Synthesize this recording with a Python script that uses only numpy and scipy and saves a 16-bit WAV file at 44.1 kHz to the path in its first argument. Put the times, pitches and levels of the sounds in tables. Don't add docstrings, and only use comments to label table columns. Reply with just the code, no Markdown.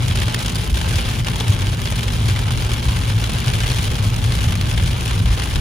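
import sys
import numpy as np
from scipy import signal
from scipy.fft import rfft, irfft, next_fast_len
from scipy.io import wavfile
from scipy.ndimage import uniform_filter1d

SR = 44100
rng = np.random.default_rng(int(sys.argv[2]) if len(sys.argv) > 2 else 0)


def dump(signal):
    limited = np.clip(np.atleast_2d(signal).T, -1, 1)
    pcm = np.round(limited * 32767).astype(np.int16)
    wavfile.write(sys.argv[1], SR, pcm)


N = 247268
TIME = np.arange(N) / SR

LEAD_IN_S = 0.002
HIT_AGE = TIME[:4000] - LEAD_IN_S

# (frequency [Hz], level [dB per Hz])
GLASS = [(150, -18), (420, -1.5), (580, -3.5), (680, -4), (800, -1), (1100, -2), (1330, -3), (1550, -1.5),
         (1950, -4), (2350, -1.5), (2600, -3.5), (3000, 0.05), (3380, -1), (3900, -5), (5000, -7.5),
         (7000, -11.5), (9500, -12), (13000, -21), (15500, -24.5)]


def from_db(db):
    return 10 ** (np.asarray(db) / 20)


def rms_one(x):
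    return x / np.sqrt(np.mean(x ** 2) + 1e-20)


def level_curve(rows):
    times, db = np.transpose(rows)
    return from_db(np.interp(TIME, times, db))


def at_hz(rows, hz):
    points, *columns = np.transpose(rows)
    return [np.interp(np.log(hz + 1e-9), np.log(points), column) for column in columns]


def drift(corner_hz):
    hz = np.arange(N // 2 + 1) * SR / N
    smooth = rfft(rng.standard_normal(N)) / (1 + (hz / corner_hz) ** 2)
    return rms_one(irfft(smooth, N))


def add(out, sound, start):
    start = max(int(start), 0)
    part = sound[..., :max(N - start, 0)]
    out[..., start:start + part.shape[-1]] += part


def below(x, hz):
    return signal.sosfiltfilt(signal.butter(4, hz, fs=SR, output="sos"), x)


def smooth_power(sound, first, second):
    power = np.mean(sound ** 2, axis=0)
    return uniform_filter1d(uniform_filter1d(power, size=first), size=second)


def in_cabin(pair, spectrum):
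    # (frequency [Hz], likeness of the channels [0-1], phase lead of the left [rad], left minus right [dB])
    microphones = [(40, 0.994, 0, 0), (110, 0.96, 0, 1.3), (230, 0.85, 0, 0.5), (400, 0.5, 0, -0.5),
                   (650, 0.09, -2, -0.2), (1100, 0.12, -2.5, 0), (1600, 0.39, -1.4, -0.3),
                   (2200, 0.6, 0.0, 1.3), (3200, 0.58, 0.8, 2.0), (5700, 0.34, 0.5, 2.2),
                   (6700, 0.42, -0.1, 0.0), (8500, 0.75, -3.3, -0.0), (10100, 0.94, -6.3, -0.2),
                   (12050, 0.93, -9.4, -0.1), (13950, 0.93, -12.6, 0.1), (15600, 0.71, -15.6, 0.1)]
    length = pair.shape[1]
    size = next_fast_len(length + 2048)
    hz = np.arange(size // 2 + 1) * SR / size
    alike, lead, pan_db = at_hz(microphones, hz)
    alike = np.clip(alike, 0, 0.995)

    colour = from_db(at_hz(spectrum, hz)[0]) * hz ** 2 / (hz ** 2 + 15 ** 2)
    mid, side = rfft(pair, size) * colour
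    sign = np.array([[1], [-1]])
    ears = np.sqrt(1 + alike) * mid + sign * np.sqrt(1 - alike) * side
    ears = ears * from_db(sign * pan_db / 2) * np.exp(sign * 1j * lead / 2)
    return irfft(ears, size)[:, :length]


def pings(age, t60, count):
    hz = np.exp(rng.uniform(np.log(500), np.log(7000), (count, 1)))
    modes = np.sin(2 * np.pi * hz * age) * from_db(-60 * age / t60 * np.sqrt(hz / 3000))
    sound = rng.standard_normal((2, count)) @ (modes * (hz / 3000) ** 0.77)
    return sound / np.linalg.norm(sound)


def splat(ring_t60, snap_db, ping_db, cabin_db, tilt_db):
    landed, age = HIT_AGE >= 0, np.maximum(HIT_AGE, 0)
    sound = from_db(ping_db) * pings(age, t60=0.064, count=4)

    for low, high in [(60, 1800), (1800, 6000), (6000, 18000)]:
        t60 = ring_t60 * (6000 / high) ** 0.41
        swell = 1 - np.exp(-age / 0.00036)
        panel = from_db(-60 * age / t60)
        cabin = from_db(cabin_db - 60 * age / 0.095)
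        fade = swell * (panel + cabin)
        burst = rng.standard_normal(sound.shape) * fade / np.linalg.norm(fade)
        sound += signal.sosfilt(signal.butter(2, [low, high], "band", fs=SR, output="sos"), burst)

    sound[:, np.argmax(landed)] += from_db(snap_db) * rng.choice([-1, 1], 2)

    hz, db = np.transpose(GLASS)
    colour = db + tilt_db * np.log2(hz / 3000) + 2.0 * rng.standard_normal(len(hz))
    return rms_one(in_cabin(sound, np.column_stack([hz, colour]))) / np.sqrt(len(age))


def patter(per_s, spread_db, largest, flurry_db, ring_t60, snap_db, ping_db, cabin_db, tilt_db, count):
    chance, spots, sizes = rng.random(N), rng.integers(0, count, N), rng.standard_normal(N)
    lands = chance < per_s * from_db(flurry_db * drift(25)) / SR
    out = np.zeros((2, N))
    for spot in range(count):
        spot_tilt_db = tilt_db + rng.standard_normal()
        sound = splat(ring_t60, snap_db, ping_db, cabin_db, spot_tilt_db)
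        for start in np.flatnonzero(lands & (spots == spot)):
            add(out, from_db(spread_db * min(sizes[start], largest)) * sound, start)
    water = smooth_power(out, 2800, 1900)
    return rms_one(out / np.sqrt(water + 0.05 * water.mean()))


def smack(ring_t60, tilt_db):
    return splat(ring_t60=ring_t60, snap_db=-3.5, ping_db=-17, cabin_db=-24, tilt_db=tilt_db)


def close_drops(per_s, level_db, spread_db, ring_t60, tilt_db, count):
    chance, spots, sizes = rng.random(N), rng.integers(0, count, N), rng.standard_normal(N)
    sounds = [smack(ring_t60, tilt_db + 0.63 * rng.standard_normal()) for _ in range(count)]
    out = np.zeros((2, N))
    for start in np.flatnonzero(chance < per_s / SR):
        add(out, from_db(level_db + spread_db * sizes[start]) * sounds[spots[start]], start)
    return out


def spray(flicker_db, tilt_db):
    colour = [(hz, db + tilt_db * np.log2(hz / 3000)) for hz, db in GLASS]
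    hiss = rms_one(in_cabin(rng.standard_normal((2, N)), colour))
    return hiss * from_db(flicker_db * drift(37))


def rumble(evenness, boom_db, drone_db):
    # (frequency [Hz], level [dB per Hz])
    cabin_tone = [(20, -18), (29, -13), (40, -5.5), (50, -2), (62, -1.5), (82, -7.5), (101, 0), (120, -2),
                  (147, -15.5), (165, -9), (205, -21.5), (226, -14.5), (255, -22), (280, -25), (420, -28),
                  (1000, -56)]
    # (time [s], level [dB])
    road_roughness = [(0, -17.5), (0.23, -15.5), (0.33, -23.5), (0.62, -18), (0.9, -16.5), (1.3, -19.5),
                      (1.66, -16), (2.04, -19), (2.2, -14.5), (2.66, -17), (2.77, -20.5), (2.9, -17),
                      (3.14, -16.5), (3.24, -19), (3.39, -21.5), (3.52, -17), (3.93, -18), (4.14, -15.5),
                      (4.6, -16.5), (4.87, -14), (4.99, -20), (5.24, -15.5), (5.46, -21.5), (5.61, -12.5)]
    # (time [s], level [dB])
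    deep_levels = [(0, 1), (0.6, -3), (1.6, -2), (2.4, -1.5), (3.3, 0.5), (4.4, -1), (5.61, 0)]

    shake = rms_one(in_cabin(rng.standard_normal((2, N)), cabin_tone))
    boom = below(shake, 151)
    drone = shake - boom
    swell = smooth_power(boom, 3500, 2500)
    boom = rms_one(boom / swell ** (np.clip(evenness, 0, 1) / 2))
    boom = boom + (level_curve(deep_levels) - 1) * below(boom, 117)
    return from_db(boom_db) * level_curve(road_roughness) * boom + from_db(drone_db) * drone


def glass_ring(hz, t60):
    age = np.maximum(HIT_AGE, 0)
    modes = np.sin(2 * np.pi * hz * np.outer([1, 1.43], age)) * from_db(-60 * age / t60)
    return rms_one(in_cabin(modes, GLASS)) / np.sqrt(len(age))


def fat_drops(gain_db, ring_db, ring_t60, tilt_db, tilt_per_db):
    # (time [s], level before gain_db [dB], brightness [dB], ring of the struck spot [Hz])
    big_hits = [(0.082, -21, -1, 5040), (0.111, -22, -8, 3140), (0.158, -21.5, -3, 4900),
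                (0.173, -21, -5, 3790), (0.188, -22.5, -7, 3000), (0.201, -21.5, -3, 4610),
                (0.219, -19, -5, 1720), (0.233, -22.5, -7, 3200), (0.282, -20.5, -8, 1420),
                (0.345, -14, -1.5, 3490), (0.391, -22.5, 2, 5600), (0.461, -20.5, -1, 5470),
                (0.481, -21.5, -5, 3700), (0.556, -20.5, -4, 4610), (0.743, -23.5, -3, 3000),
                (0.772, -20, -4, 3700), (0.814, -21, -5, 2330), (0.908, -23, -8, 2370),
                (0.957, -22, -3, 4910), (0.982, -23, -4, 5940), (1.247, -25, 0, 5000),
                (1.269, -19, -8, 2840), (1.284, -18, -7, 2450), (1.358, -23, -3, 3300),
                (1.401, -22, -3, 3100), (1.407, -20.5, -5, 4180), (1.481, -21, -3, 3000),
                (1.623, -23.5, -11, 2900), (1.669, -22, -2, 3300), (1.856, -20.5, -4, 4440),
                (1.874, -22, -7, 3530), (1.924, -22, -6, 1810), (1.993, -22, -3, 3200),
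                (2.032, -21, -6, 3320), (2.081, -22, -5, 2700), (2.135, -23.5, -1, 5000),
                (2.286, -20.5, -10, 4220), (2.298, -21, -9, 2410), (2.362, -21.5, -7, 2000),
                (2.391, -22.5, -3, 5380), (2.483, -22, -10, 3570), (2.507, -20, -9, 990),
                (2.623, -21.5, -4, 3200), (2.717, -22, -5, 3000), (2.735, -21.5, -3, 3400),
                (2.886, -21.5, -8, 3000), (3.1, -22, -7, 3490), (3.241, -21.5, -8, 3300),
                (3.481, -18.5, -7, 2370), (3.501, -21, -7, 3100), (3.536, -21, -4, 2760),
                (3.553, -21, -6, 820), (3.604, -19.5, -8, 1120), (3.635, -20.5, -5, 2500),
                (3.701, -19.5, -5, 4050), (3.717, -20.5, -7, 4350), (3.785, -22.5, -6, 4310),
                (3.955, -22.5, -5, 3100), (4.163, -24, 2, 6000), (4.241, -22.5, -2, 3300),
                (4.322, -21, -3, 4260), (4.353, -23, -1, 5200), (4.441, -22.5, -4, 6240),
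                (4.523, -19.5, -6, 2020), (4.612, -21.5, -4, 4180), (4.713, -21, -4, 2600),
                (4.777, -19.5, -8, 1720), (4.799, -22, -8, 2200), (5.059, -22.5, -1, 3400),
                (5.078, -22, -2, 5640), (5.11, -20, -7, 2330), (5.258, -27, -3, 3400),
                (5.398, -21, -6, 4310), (5.421, -20.5, -7, 1770), (5.558, -19, -6, 3880)]
    usual_t60_s, halving_db = 0.031, 14

    out = np.zeros((2, N))
    _, usual_db, usual_treble_db, _ = np.mean(big_hits, axis=0)
    for s, db, treble_db, hz in big_hits:
        brighter = treble_db - usual_treble_db
        harder = db - usual_db + brighter
        splash_t60 = usual_t60_s * 0.5 ** (harder / halving_db)
        sound = smack(splash_t60, tilt_db + tilt_per_db * brighter)
        sound = sound + from_db(ring_db) * glass_ring(hz, ring_t60)
        add(out, from_db(db + gain_db) * sound, (s - LEAD_IN_S) * SR)
    return out


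def knock(t60, pitch_hz):
    # (multiple of the pitch [ratio], relative level [dB])
    roof_modes = [(1, 5), (1.31, -4), (1.87, 7)]
    age = np.maximum(HIT_AGE, 0)
    mono = np.zeros(len(age))
    for multiple, db in roof_modes:
        fade = from_db(db - 60 * age * multiple / t60)
        mono += fade * np.sin(2 * np.pi * pitch_hz * multiple * age)
    return mono / np.linalg.norm(mono)


def roof_knocks(gain_db, t60):
    # (time [s], level before gain_db [dB], pitch [Hz])
    knock_list = [(0.218, -39, 365), (0.281, -27, 304), (1.409, -27, 436), (1.923, -29, 310),
                  (3.294, -28.5, 365)]
    out = np.zeros(N)
    for s, db, hz in knock_list:
        add(out, from_db(db + gain_db) * knock(t60, hz), (s - LEAD_IN_S) * SR)
    return out


def lulls(return_s):
    # (time of return [s], length [s], depth [dB])
    hushes = [(0.533, .035, -2.5), (0.743, 0.044, -8), (1.245, 0.044, -6), (3.176, 0.06, -3.5),
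              (5.256, 0.044, -6)]
    db = np.zeros(N)
    for s, length, depth in hushes:
        sink = np.clip((TIME - s + length) * 2 / length, 0, 1)
        snap_back = np.clip((s - TIME) / return_s, 0, 1)
        db += depth * sink * snap_back
    return from_db(db)


def thumps(gain_db, rise_cycles):
    # (time [s], peak before gain_db [dB], pitch [Hz])
    jolts = [(0.712, -4, 59.5), (0.953, -3.5, 94.6), (1.197, -8, 116), (1.49, -3, 104), (2.866, -7, 63.7),
             (3.466, -5.5, 110.4), (3.768, -9, 67.7), (4.064, -6.5, 106), (4.463, -1, 101), (4.815, -1, 95),
             (5.287, -5.5, 57)]
    out, t = np.zeros(N), TIME[:SR // 4]
    for s, db, hz in jolts:
        age = t * hz / rise_cycles
        swell = (age * np.exp(1 - age)) ** 2
        add(out, from_db(db + gain_db) * swell * np.sin(2 * np.pi * hz * t), s * SR)
    return out


def scene():
    # (time [s], level [dB])
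    rain_levels = [(0, -29.5), (0.22, -29), (0.38, -28), (0.68, -31.0), (1.0, -26), (1.18, -30.0),
                   (1.52, -28.5), (1.78, -31.5), (1.92, -30.5), (3.0, -28.5), (3.15, -29), (3.53, -27.5),
                   (4.15, -30.5), (4.42, -28.5), (4.6, -30), (5.25, -29), (5.42, -28.5), (5.61, -30)]
    roof = patter(per_s=800, spread_db=5.0, largest=1.52, flurry_db=0.63, ring_t60=0.015,
                  snap_db=-5, ping_db=-5.5, cabin_db=-16.5, tilt_db=-1.0, count=64)
    windshield = patter(per_s=190, spread_db=3.2, largest=1.6, flurry_db=2.5, ring_t60=0.0065,
                        snap_db=-2.5, ping_db=-13, cabin_db=-15, tilt_db=3.0, count=40)
    gusts = from_db(-5.5 + 2.2 * drift(9))
    ticks = close_drops(per_s=18, level_db=17.5, spread_db=-3.7, ring_t60=0.007, tilt_db=5, count=16)
    glass = gusts * windshield + ticks
    hiss = from_db(-14.5) * spray(flicker_db=4.5, tilt_db=-4.0)
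    rain = level_curve(rain_levels) * lulls(return_s=0.0013) * (from_db(-0.7) * roof + glass + hiss)

    road = rumble(evenness=0.34, boom_db=-1.0, drone_db=-18.5)
    drops = fat_drops(gain_db=21.6, ring_db=-9.5, ring_t60=0.02, tilt_db=0.7, tilt_per_db=0.43)
    knocks = roof_knocks(gain_db=26.5, t60=0.036)
    return rain + drops + knocks + road + thumps(gain_db=-3.0, rise_cycles=1.16)


def record(dry):
    dry = signal.sosfilt(signal.butter(2, 18, "high", fs=SR, output="sos"), dry)
    return signal.sosfilt(signal.ellip(12, 0.2, 80, 15800, fs=SR, output="sos"), dry)


dry = scene()
out = record(dry)
dump(out)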